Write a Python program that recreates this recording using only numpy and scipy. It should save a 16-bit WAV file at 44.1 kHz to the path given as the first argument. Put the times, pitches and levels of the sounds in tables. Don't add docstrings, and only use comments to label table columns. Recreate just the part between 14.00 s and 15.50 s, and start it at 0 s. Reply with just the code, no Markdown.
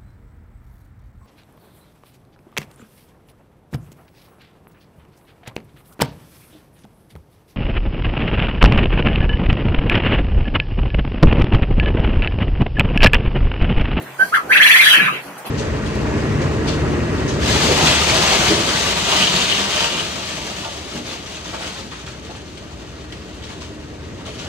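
import sys
import numpy as np
from scipy import signal
from scipy.fft import rfft, irfft
from scipy.io import wavfile
from scipy.ndimage import uniform_filter1d

SR = 44100
rng = np.random.default_rng(int(sys.argv[2]) if len(sys.argv) > 2 else 0)


def bounce(signal):
    frames = np.transpose(np.atleast_2d(signal))
    limited = np.clip(frames, -1, 1)
    pcm = np.round(limited * 32767).astype(np.int16)
    wavfile.write(sys.argv[1], SR, pcm)


def magnitude_from_level(level_db):
    exponent = np.asarray(level_db, float) / 20
    return 10 ** exponent


N = 66150

# (frequency [Hz], level [dB per Hz])
FAN_WASH = [(30, -40), (70, -36), (130, -1), (400, 2.5), (800, 4.5), (1600, 0.5), (5000, -15),
            (12000, -17.5)]
# (frequency [Hz], left-right likeness [0-1])
WASH_LIKENESS = [(60, 0.75), (150, 0.89), (400, 0.86), (1000, 0.57), (4000, 0.1), (12000, 0.1)]
# (time [s], level [dB], length [s], centre [Hz], width [Hz])
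SCUFFS = [(0, -39.5, 0.076, 249, 398), (0.017, -43, 0.02, 11900, 6000), (0.187, -34, 0.099, 534, 920),
          (0.417, -36.5, 0.31, 378, 650), (0.988, -35, 0.15, 162, 96), (0.962, -31.5, 0.079, 310, 425),
          (1.112, -36.5, 0.073, 327, 480), (1.242, -39, 0.08, 280, 463), (1.378, -38.5, 0.018, 9000, 10300),
          (1.367, -50, 0.12, 770, 505), (1.444, -33, .09, 630, 850), (1.452, -36.5, 0.048, 2310, 2660),
          (1.459, -40, 0.068, 11100, 6500)]
# (time [s], level [dB])
BREATH = [(0.17, -55), (0.208, -37.5), (0.322, -45.5), (0.35, -30), (0.4, -53), (0.458, -64.5),
          (0.516, -29.5), (0.604, -30), (0.624, -23.5), (0.77, -20.5), (0.8, -24.5), (0.878, -20.5),
          (0.932, -21.5), (0.982, -34.5), (1.214, -54), (1.226, -46), (1.306, -56), (1.31, -46)]
# (frequency [Hz], level [dB per Hz])
BREATH_COLOUR = [(2500, -28), (4300, 2), (5000, -1), (6200, -2.5), (8000, -7), (10500, 0), (13000, -3.5),
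                 (15600, -9.5)]
# (time [s], length [s], level [dB], start pitch [Hz], end pitch [Hz])
CROW_NOTES = [(.185, .04, -15.5, 1506, 1640), (0.207, 0.023, -27, 1578, 1580),
              (0.317, 0.037, -15, 1250, 2332), (0.345, 0.035, -20.5, 1500, 1008),
              (0.349, 0.029, -27, 2160, 1890), (0.339, 0.021, -21, 2865, 3930),
              (0.49, 0.05, -11.5, 1500, 3300), (0.543, 0.035, -7, 1494, 3550),
              (0.584, 0.052, -7, 1537, 3953), (0.634, 0.046, -6.5, 1598, 4183),
              (0.683, .04, -4.5, 1663, 3957), (0.731, 0.042, -5, 1700, 3504),
              (0.779, 0.036, -3, 1987, 2926), (0.805, 0.041, -18, 1548, 2486),
              (0.848, 0.04, -11, 1609, 2420), (0.886, 0.01, -22, 1583, 1770),
              (0.922, 0.036, -12.5, 1590, 2090), (0.978, .035, -18.5, 1590, 1776),
              (1.031, 0.044, -27, 1530, 1880), (1.061, 0.031, -27.5, 1316, 1174),
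              (1.048, .025, -24, 2220, 2530)]
# (frequency [Hz], gain [dB])
THROAT = [(800, -1.5), (1200, 2.5), (1900, 1.5), (2500, -4.5), (3300, -4.5), (4200, -3), (5000, -14),
          (8000, -27)]
# (time [s], level [dB], centre [Hz])
RASP = [
    (0.801, -24, 3670),
    (0.848, -17, 3470),
    (0.889, -15.5, 3220),
    (0.936, -11.5, 2850),
    (0.981, -20.5, 2220),
    (1.062, -25, 2176),
    (1.11, -38, 2500),
    (1.138, -29.5, 2410),
    (1.189, -37.5, 2080),
    (1.215, -64, 2110),
]
# (frequency [Hz], gain [dB])
BILL = [(500, 5.5), (1000, 0.5), (4100, 3), (4700, -4), (8000, -23)]
# (delay [s], left level [dB], right level [dB])
BOARDS = [
    (.0031, -15.5, -15),
    (.0057, -20.5, -14),
    (.0092, -17, -15),
    (0.0137, -13, -11.5),
    (0.0201, -15, -9.5),
]
# (frequency [Hz], fall by 60 dB [s])
SHED_DECAY = [(300, .25), (1500, .15), (3000, .16), (8000, .12)]
# (frequency [Hz], gain [dB])
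GATE_DEPTH = [(2800, 0), (4600, -20), (15000, -20)]

LAG_S = 9e-5


def evened(x):
    return x / np.sqrt(np.mean(x ** 2) + 1e-20)


def read(points, hz):
    f, value = np.transpose(points)
    return np.interp(np.log(hz + 1), np.log(f + 1), value)


def add(mix, s, sound):
    part = mix[..., round(max(s, 0) * SR):][..., :sound.shape[-1]]
    part += sound[..., :part.shape[-1]]


def colour(x, points, lag_s=0.):
    hz = np.fft.rfftfreq(N, 1 / SR)
    delay = np.exp(-2j * np.pi * hz * lag_s)
    return irfft(rfft(x) * magnitude_from_level(read(points, hz)) * delay, N)


def resonate(x, hz, width_hz):
    turn = np.exp(2j * np.pi * np.cumsum(hz * np.ones(x.shape[-1])) / SR)
    r = np.exp(-np.pi * width_hz / SR)
    return 2 * (turn * signal.lfilter([1 - r], [1, -r], x / turn)).real


def ring(x, hz, width_hz):
    return evened(resonate(resonate(x, hz, width_hz), hz, width_hz))


def drift(rate_hz):
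    size = max(round(SR / rate_hz / 2), 2)
    return evened(uniform_filter1d(uniform_filter1d(rng.standard_normal(N), size), size))


def fan_and_flock():
    frames, hz = N // 256 + 5, np.fft.rfftfreq(1024, 1 / SR)
    a, b, c, d, patches = rng.standard_normal((frames, 513, 5)).T
    patches = evened(uniform_filter1d(uniform_filter1d(patches, 14, 0), 9, 1))
    same = np.clip(read(WASH_LIKENESS, hz), -1, 1)[:, None]
    left = a + 1j * b
    right = same * left + np.sqrt(1 - same ** 2) * (c + 1j * d)
    z = np.array([left, right]) * magnitude_from_level(read(FAN_WASH, hz)[:, None] + 2.2 * patches)
    wash = evened(signal.istft(z, nperseg=1024, noverlap=768)[1][:, :N])
    hum_hz = 136 * (1 + .012 * drift(6))
    hum = np.sin(2 * np.pi * np.cumsum(hum_hz) / SR) * magnitude_from_level(-48.5 + 5.2 * drift(4.5))
    return magnitude_from_level(-37.5) * wash + hum


def scuffs():
    out = np.zeros(N)
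    grit = rng.standard_normal(N) * magnitude_from_level(3 * drift(300))
    for start, db, length, hz, width_hz in SCUFFS:
        rub = grit[round(max(start, 0) * SR):][:round(length * SR)]
        u = np.linspace(0, 1, len(rub))
        stroke = np.sin(np.pi * u ** 0.36)
        add(out, start, magnitude_from_level(db) * stroke * ring(rub, hz, width_hz))
    return out


def breath():
    s, db = np.transpose(BREATH)
    shared, own = rng.standard_normal((N, 2)).T
    left = colour(shared, BREATH_COLOUR)
    right = colour(shared + .9 * own, BREATH_COLOUR, LAG_S) * .7
    effort_db = np.interp(np.arange(N) / SR, s, db, -120, -120)
    return magnitude_from_level(effort_db + 1.1 * drift(50) - 1) * evened(np.array([left, right]))


def crow():
    bend, swell, stop_s = 2.6, 1.35, .008
    tire_s, tire_db_per_s = .78, 55
    out, hiss = np.zeros(N), rng.standard_normal(N)
    wobble, flutter = drift(350), drift(130)
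    for start, length, effort_db, low_hz, top_hz in CROW_NOTES:
        t = np.arange(0, length, 1 / SR)
        at = np.minimum(round(start * SR) + np.arange(len(t)), N - 1)
        hz = low_hz + (top_hz - low_hz) * (t / length) ** bend
        turn = 2 * np.pi * np.cumsum(hz * (1 + .015 * wobble[at])) / SR
        tone = np.sin(turn) + magnitude_from_level(-20) * np.sin(2 * turn)
        hoarse_db = -13 + tire_db_per_s * max(start - tire_s, 0)
        hoarse = magnitude_from_level(hoarse_db) * ring(hiss[at], hz, 500)
        climb_khz = abs(hz - low_hz) / 1000
        crack = magnitude_from_level(-2.5) * climb_khz * ring(hiss[at], hz, 1700)
        rise = np.sin(np.pi / 2 * np.minimum(swell * t / length, 1)) ** 1.5
        shape = rise * np.minimum((length - t) / stop_s, 1)
        voice = evened(tone) + hoarse + crack
        add(out, start, magnitude_from_level(effort_db) * shape * (1 + .2 * flutter[at]) * voice)
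    return colour(out, THROAT)


def rasp():
    puffs_per_s, depth = 105, 0.86
    t = np.arange(N) / SR
    s, db, hz = np.transpose(RASP)
    turns = np.cumsum(puffs_per_s * (1 + 0.23 * drift(40))) / SR
    puff_shape = 1 - depth + depth * np.exp(-(turns % 1) / 0.41)
    puffs = puff_shape * rng.standard_normal(N)
    throat = ring(puffs, np.interp(t, s, hz), 960)
    chest = magnitude_from_level(-11.5) * ring(puffs, 1500, 640)
    return magnitude_from_level(np.interp(t, s, db, -120, -120)) * colour(throat + chest, BILL)


def shed(x):
    size = SR // 2
    taps = np.zeros((2, size))
    at = np.arange(120, size - 20, 20)[:, None] + rng.integers(0, 20, ((size - 121) // 20, 2))
    np.put_along_axis(taps, at.T, rng.choice([-1., 1.], at.T.shape), 1)
    hz, t, z = signal.stft(taps, SR, nperseg=128)
    fading = z * magnitude_from_level(-60 * t / read(SHED_DECAY, hz)[:, None])
    tail = signal.istft(fading, SR, nperseg=128)[1]
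    tail = tail + 0.19 * tail[::-1]
    return signal.fftconvolve(x[None], tail / np.linalg.norm(tail[0]), axes=1)[:, :N]


def gate(x):
    hz, _, z = signal.stft(x, SR, nperseg=1024, noverlap=768)
    power = (abs(z) ** 2).sum(0)
    power = uniform_filter1d(uniform_filter1d(power, size=5, axis=0), size=7, axis=1)
    under_db = -1.05
    weak = power < magnitude_from_level(2 * under_db) * uniform_filter1d(power, size=19, axis=0)
    shut_db = uniform_filter1d(weak * read(GATE_DEPTH, hz)[:, None], size=3, axis=1)
    return signal.istft(z * magnitude_from_level(shut_db), SR, nperseg=1024, noverlap=768)[1][:, :N]


def scene():
    background = fan_and_flock()
    rubs, hiss = scuffs(), breath()
    near = rubs + crow() + rasp()
    left = colour(near, [(100, 0.11), (9000, .6)])
    right = colour(near, [(100, 0.08), (9000, 0.052)], LAG_S)
    out = np.array([left, right])
    for s, left_db, right_db in BOARDS:
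        add(out, s, magnitude_from_level(np.array([[left_db], [right_db]])) * near)
    back = shed(near + hiss[0])
    mid = back.mean(0)
    side = colour(back[0] - back[1], [(150, -26), (700, -1)])
    reverb = magnitude_from_level(1.5) * np.array([mid + side, mid - side])
    return magnitude_from_level(-2.0) * (out + hiss + reverb) + background


def low_pass(x):
    return signal.sosfilt(signal.butter(12, 15620, fs=SR, output="sos"), x)


def record(dry):
    limit_db, recover_db_per_s, squeeze = -11.5, 121, 0.41
    thin = signal.sosfilt(signal.butter(2, 94, "high", fs=SR, output="sos"), dry)
    power_db = 10 * np.log10(abs(uniform_filter1d((thin ** 2).mean(0), size=250)) + 1e-12)
    fall = np.arange(N) * recover_db_per_s / SR
    held_db = np.maximum.accumulate(power_db + fall) - fall
    over_db = np.maximum(held_db - limit_db, 0)
    ducked = thin * magnitude_from_level(1.5 - squeeze * uniform_filter1d(over_db, size=150))
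    ceiling = 1.2
    soft = ceiling * ducked / (ceiling ** 4 + ducked ** 4) ** .25
    edge = signal.firwin(511, 15650, window=("kaiser", 9), fs=SR)
    mix = signal.oaconvolve(gate(soft), edge[None], "same")
    return low_pass(mix)


dry = scene()
out = record(dry)
bounce(out)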